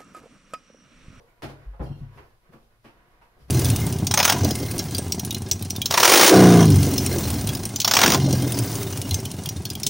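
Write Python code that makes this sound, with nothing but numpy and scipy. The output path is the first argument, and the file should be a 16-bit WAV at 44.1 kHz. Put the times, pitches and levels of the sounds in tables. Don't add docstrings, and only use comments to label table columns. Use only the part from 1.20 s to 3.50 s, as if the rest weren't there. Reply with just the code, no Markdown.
import sys
import numpy as np
from scipy import signal
from scipy.fft import rfft, irfft, next_fast_len
from scipy.io import wavfile
from scipy.ndimage import uniform_filter1d

SR = 44100
rng = np.random.default_rng(int(sys.argv[2]) if len(sys.argv) > 2 else 0)


def bounce(signal):
    frames = np.transpose(np.atleast_2d(signal))
    limited = np.clip(frames, -1, 1)
    pcm = np.round(limited * 32767).astype(np.int16)
    wavfile.write(sys.argv[1], SR, pcm)


N = 101429
DIRECT_DB = -12


def slap(facing_db=1):
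    # start in seconds, level in dB, contact length in seconds, bass in dB.
    contacts = [(0.2215, -8, 0.0018, -13), (0.2311, -4.5, 0.004, 2), (0.242, -11.5, 0.0062, 8.5),
                (0.289, -17, 0.008, -10)]
    # frequency in Hz, level in dB.
    spectrum = [(45, -14), (80, -4.5), (130, -12.5), (205, -5), (325, 0.5), (436, -5), (550, -2),
                (950, -10), (1650, -13), (3170, -19), (5300, -24.5), (7500, -33.5), (11000, -31.5),
                (15500, -39.5)]
    return sum(blow(start_s, db, length_s, lambda hz: along(spectrum, hz) + bass_shelf(hz, bass_db),
                    DIRECT_DB + facing_db)
               for start_s, db, length_s, bass_db in contacts)


def thud():
    # start in seconds, level in dB, contact length in seconds, bass in dB.
    contacts = [(0.595, -5.5, 0.0045, -3.5), (0.603, -4.5, 0.0052, -4.5), (0.617, -4.5, 0.0025, 0)]
    # frequency in Hz, level in dB.
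    spectrum = [(50, -20), (130, 7), (230, -1), (550, -7.5), (800, -10.5), (1300, -18.5), (2100, -30),
                (3500, -41), (6000, -56), (15000, -62)]
    return sum(blow(start_s, db, length_s, lambda hz: along(spectrum, hz) + bass_shelf(hz, bass_db))
               for start_s, db, length_s, bass_db in contacts)


def knocks(near_db=3, treble_hz=1700, spot_width_hz=76):
    # start in seconds, level in dB, contact length in seconds, bass in dB, treble in dB,
    # spot resonance in Hz, its lift in dB.
    contacts = [(0, -25, 0.0015, -11, -28.5, 480, 8.5), (0.533, -22.5, 0.0086, -20, -31, 1120, 4),
                (0.975, -18.5, 0.0013, -2, -9, 403, 6.5), (.983, -21, 0.0011, -8.5, 0, 1006, 8),
                (1.289, -26, 0.0048, 17, -12.5, 406, 8), (1.323, -28, 0.0064, -8, -13, 1010, 1),
                (1.334, -25.5, 0.0025, -7, -7.5, 1270, 5), (1.347, -24, .0015, 1, -18, 230, 11),
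                (1.643, -18.5, 0.025, -3, 5.5, 300, 16), (1.678, -26.5, 0.0099, 0, 6, 860, 4),
                (2.013, -25, 0.022, -24, -4, 990, 4.5), (2.167, -27, 0.011, 7.5, -33, 355, -2),
                (2.286, -20.5, 0.011, -7, -22, 505, 9.5)]
    # frequency in Hz, level in dB.
    spectrum = [(60, -9.5), (150, -3), (260, -6), (500, -1.5), (700, -4), (1050, -3), (1500, -7),
                (2750, -9.5), (3500, -19.5), (5200, -23.5), (7500, -35.5), (11000, -31.5), (15500, -42)]
    out = np.zeros((2, N))
    for start_s, db, length_s, bass_db, treble_db, spot_hz, lift_db in contacts:
        def colour_db(hz):
            shelves_db = bass_shelf(hz, bass_db) + treble_db * hz ** 2 / (hz ** 2 + treble_hz ** 2)
            return along(spectrum, hz) + shelves_db + lift_db * resonance(hz, spot_hz, spot_width_hz)
        out += blow(start_s, db, length_s, colour_db, DIRECT_DB + near_db)
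    return out


def blow(start_s, db, length_s, colour_db, direct_db=DIRECT_DB, size=8192):
    t = np.arange(size) / SR
    touches = rfft(rng.standard_normal(size) * np.exp(-t / length_s))
    smooth_magnitude = np.sqrt(np.abs(uniform_filter1d(np.abs(touches) ** 2, size=33)) + 1e-12)
    taper = np.exp(-40 * (t / t[-1]) ** 2)
    cluster = irfft(touches / smooth_magnitude) * taper
    hit = signal.fftconvolve(cluster / np.linalg.norm(cluster), pulse(colour_db))
    placed = np.pad(hit, (round(start_s * SR), N))[:N]
    return room(amp(db) * placed, direct_db)


def bass_shelf(hz, bass_db, corner_hz=405):
    return bass_db / (1 + (hz / corner_hz) ** 4)


def tub(left_lag_s=0.00036):
    # start in seconds, level in dB, pitch in Hz, rise in seconds, T60 in seconds.
    booms = [(0.231, -44, 57, 0.008, 0.78), (0.4604, -29.5, 48.8, 0.027, 0.34),
             (.5998, -25, 58, 0.011, 0.24), (0.681, -43, 45.7, 0.037, 0.35),
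             (0.8022, -37, 43.85, 0.01, 0.43), (.978, -45.5, 70, 0.006, 0.24),
             (2.213, -47.5, 63, 0.037, 0.95)]
    # start in seconds, level in dB, rise in seconds, tilt in dB per octave, T60 factor.
    bumps = [(.225, -41, 0.031, -4, 1.48), (.604, -34.5, 0.015, 6.5, 0.2), (0.6637, -36, .0105, -2, 0.34),
             (.693, -32, 0.027, -5, 0.16), (0.7056, -32, 0.0047, -6.5, 0.48),
             (.755, -42, 0.0043, 1.5, 0.74), (.811, -32, 0.01, -9.5, 0.65), (.952, -53, 0.015, 2, 0.89),
             (2.201, -54, 0.015, -18, 0.51), (2.28, -48.5, 0.0094, -15, 1)]
    # frequency in Hz, level in dB, free T60 in seconds.
    modes = [(103.1, -10.5, 1), (136.64, 2, 0.46), (146.3, -10.5, 0.32), (230.5, -6, 0.29),
             (313.2, -10.5, 0.38), (403, -20, 0.8), (500, -27.5, 0.9)]
    pivot_hz = modes[1][0]
    floor = sum(amp(db) * ring(start_s, hz, rise_s, t60_s) for start_s, db, hz, rise_s, t60_s in booms)
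    wall = np.zeros(N)
    for start_s, db, rise_s, tilt_db_oct, t60_factor in bumps:
        for hz, mode_db, t60_s in modes:
            gain = amp(db + mode_db + tilt_db_oct * np.log2(hz / pivot_hz))
            wall += gain * ring(start_s, hz, rise_s, t60_s * t60_factor)
    delays_s = left_lag_s * np.array([[0.5], [-0.5]])
    return floor + filtered(wall, lambda hz: np.exp(-2j * np.pi * hz * delays_s))


def chair(rise_s=0.0055):
    # start in seconds, level in dB, tilt in dB per octave.
    pushes = [(1.336, -46.5, -0.5), (1.648, -49.5, 0.5)]
    # frequency in Hz, level in dB, T60 in seconds.
    modes = [(138.7, -6.5, 0.19), (227.5, -1, 0.23), (333, -8.5, 0.21), (372, -13, 0.22), (542, -9, 0.29),
             (761, -19.5, 0.73), (1140, -10, 0.2)]
    pivot_hz = modes[1][0]
    return sum(amp(db + mode_db + tilt_db_oct * np.log2(hz / pivot_hz)) * ring(start_s, hz, rise_s, t60_s)
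               for start_s, db, tilt_db_oct in pushes for hz, mode_db, t60_s in modes)


def fitting(rise_s=0.0056, width_hz=70):
    # start in seconds, level in dB.
    jolts = [(0.652, -57.5), (0.713, -64.5), (.82, -79)]
    # frequency in Hz, level in dB, T60 in seconds.
    modes = [(2780, -5.5, 0.53), (3164, -2.5, 0.35), (4210, -8, 0.46), (5590, -13, 0.51),
             (8263, -18.5, 0.35)]
    out = np.zeros((2, N))
    for mode_hz, mode_db, t60_s in modes:
        band = unit(filtered(rng.standard_normal((2, N)), lambda hz: resonance(hz, mode_hz, width_hz)))
        for start_s, db in jolts:
            t = since(start_s)
            out += band * amp(db + mode_db - 60 * t / t60_s) * (1 - np.exp(-t / rise_s))
    return out


def friction():
    # peak time in seconds, level in dB, rise in seconds, fall in seconds.
    brushes = [(.008, -63.5, 0.018, 0.035), (.43, -70.5, 0.1, 0.081), (.635, -53.5, 0.022, 0.033),
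               (.79, -63.5, 0.049, 0.021), (.96, -60, 0.045, 0.099), (1.333, -58, 0.018, 0.011),
               (1.425, -66.5, 0.057, 0.036), (1.64, -64, 0.03, 0.068), (1.91, -72, 0.029, 0.047),
               (2.03, -67.5, 0.021, 0.059), (2.215, -60, 0.039, 0.03), (2.287, -56.5, 0.0092, 0.024)]
    slides = [(.09, -65.5, 0.042, 0.0053), (.43, -58.5, 0.27, 0.18), (.70, -60.5, 0.021, 0.015),
              (.83, -62.5, 0.03, 0.0085), (1.0, -58.5, 0.17, 0.073), (1.26, -63.5, 0.036, 0.034),
              (1.53, -65.5, 0.043, 0.031), (1.81, -62.5, 0.11, 0.091), (1.93, -73.5, 0.066, 0.035),
              (2.2, -66.5, 0.39, 0.11)]
    squeaks = [(.09, -65.5, 0.027, 0.012)]
    # frequency in Hz, level in dB.
    brush_spectrum = [(200, 14), (1000, 6.5), (3000, 0), (5200, 0), (7500, -10), (11000, -3.5),
                      (15500, -9.5)]
    slide_spectrum = [(100, 0), (300, 4), (550, -1), (900, 0.5), (1600, 0.5), (2500, -5.5), (3500, -15),
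                      (7000, -26.5), (15000, -67)]
    squeak_spectrum = [(1200, -61), (2000, -25), (2230, -12), (2600, -28.5), (4000, -38)]
    return rub(brushes, brush_spectrum) + rub(slides, slide_spectrum) + rub(squeaks, squeak_spectrum)


def rub(strokes, spectrum, grain_db=3):
    t = np.arange(N) / SR
    force = np.zeros(N)
    for peak_s, db, rise_s, fall_s in strokes:
        force += amp(db) * np.exp(-np.where(t < peak_s, ((t - peak_s) / rise_s) ** 2,
                                            (t - peak_s) / fall_s))
    roughness = unit(uniform_filter1d(rng.standard_normal(N), size=90))
    grains = amp(grain_db * roughness) * rng.standard_normal(N)
    return room(force * unit(filtered(grains, lambda hz: amp(along(spectrum, hz)))))


def room(x, direct_db=DIRECT_DB, early_db=2, early_t60_s=0.13, build_s=0.0025, pan_db=2):
    # frequency in Hz, T60 in seconds.
    tail_t60 = [(100, 0.24), (300, 0.5), (800, 0.53), (2000, 0.36), (5000, 0.35), (13000, 0.37)]
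    size = SR * 3 // 4
    hz, t, noise = signal.stft(rng.standard_normal((2, size)), SR, nperseg=256)
    decay = amp(-60 * t / along(tail_t60, hz)[:, None]) + amp(early_db - 60 * t / early_t60_s)
    response = diffuse(signal.istft(noise * decay, SR, nperseg=256)[1])[:, :size]
    response *= 1 - np.exp(-np.arange(size) / SR / build_s)
    response /= np.linalg.norm(response[0])
    response[:, 0] += amp(direct_db + pan_db * np.array([1, -1]))
    return signal.fftconvolve(x[None], response, axes=1)[:, :N]


def diffuse(pair):
    # frequency in Hz, left-right correlation.
    correlation = [(35, 0.94), (110, 0.91), (250, 0.71), (480, 0.62), (1000, 0.041), (2000, -0.26),
                   (4000, -0.0028), (10000, -0.069)]
    angle = lambda hz: np.arccos(along(correlation, hz)) / 2
    mid, side = filtered(pair, lambda hz: np.array([np.cos(angle(hz)), np.sin(angle(hz))]))
    return np.array([mid + side, mid - side])


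def air(level_db=-63):
    # frequency in Hz, level in dB.
    spectrum = [(20, 4.5), (35, 4), (52, 2), (75, -14), (110, 0), (200, -20), (500, -21.5), (1000, -21),
                (2000, -25.5), (4000, -26.5), (7500, -34.5), (11000, -29.5), (15500, -34.5)]
    noise = diffuse(rng.standard_normal((2, N)))
    return amp(level_db) * unit(filtered(noise, lambda hz: amp(along(spectrum, hz))))


def ring(start_s, hz, rise_s, t60_s):
    t = since(start_s)
    swell = np.sin(np.pi / 2 * np.minimum(t / rise_s, 1))
    decay = amp(-60 * np.maximum(t - rise_s, 0) / t60_s)
    return np.sin(2 * np.pi * hz * t) * swell * decay


def resonance(hz, centre_hz, half_width_hz):
    return 1 / (1 + ((hz - centre_hz) / half_width_hz) ** 2)


def pulse(colour_db, size=4096):
    cepstrum = irfft(np.log(amp(colour_db(np.fft.rfftfreq(size, 1 / SR)))))
    cepstrum[1:size // 2] *= 2
    cepstrum[size // 2 + 1:] = 0
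    wave = irfft(np.exp(rfft(cepstrum)))
    return wave / np.linalg.norm(wave)


def filtered(x, response):
    size = next_fast_len(N + SR // 4)
    return irfft(rfft(x, size) * response(np.fft.rfftfreq(size, 1 / SR)), size)[..., :N]


def along(points, hz):
    point_hz, values = np.transpose(points)
    return np.interp(np.log(hz + 1), np.log(point_hz + 1), values)


def since(start_s):
    return np.maximum(np.arange(N) / SR - start_s, 0)


def amp(db):
    return 10 ** (np.asarray(db) / 20)


def unit(x):
    return x / np.sqrt(np.mean(x ** 2) + 1e-20)


def scene():
    books = friction() + slap() + thud() + knocks()
    return books + tub() + chair() + fitting() + air()


def record(dry):
    # frequency in Hz, left minus right in dB.
    balance = [(30, -1.5), (100, 3.5), (250, 0.5), (500, 1.1), (1000, -2.5), (2000, -4.5), (4000, 2.5),
               (12000, -2)]
    top_hz = 15720
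    return filtered(dry, lambda hz: amp(along(balance, hz) * np.array([[0.5], [-0.5]])) * (hz < top_hz))


dry = scene()
out = record(dry)
bounce(out)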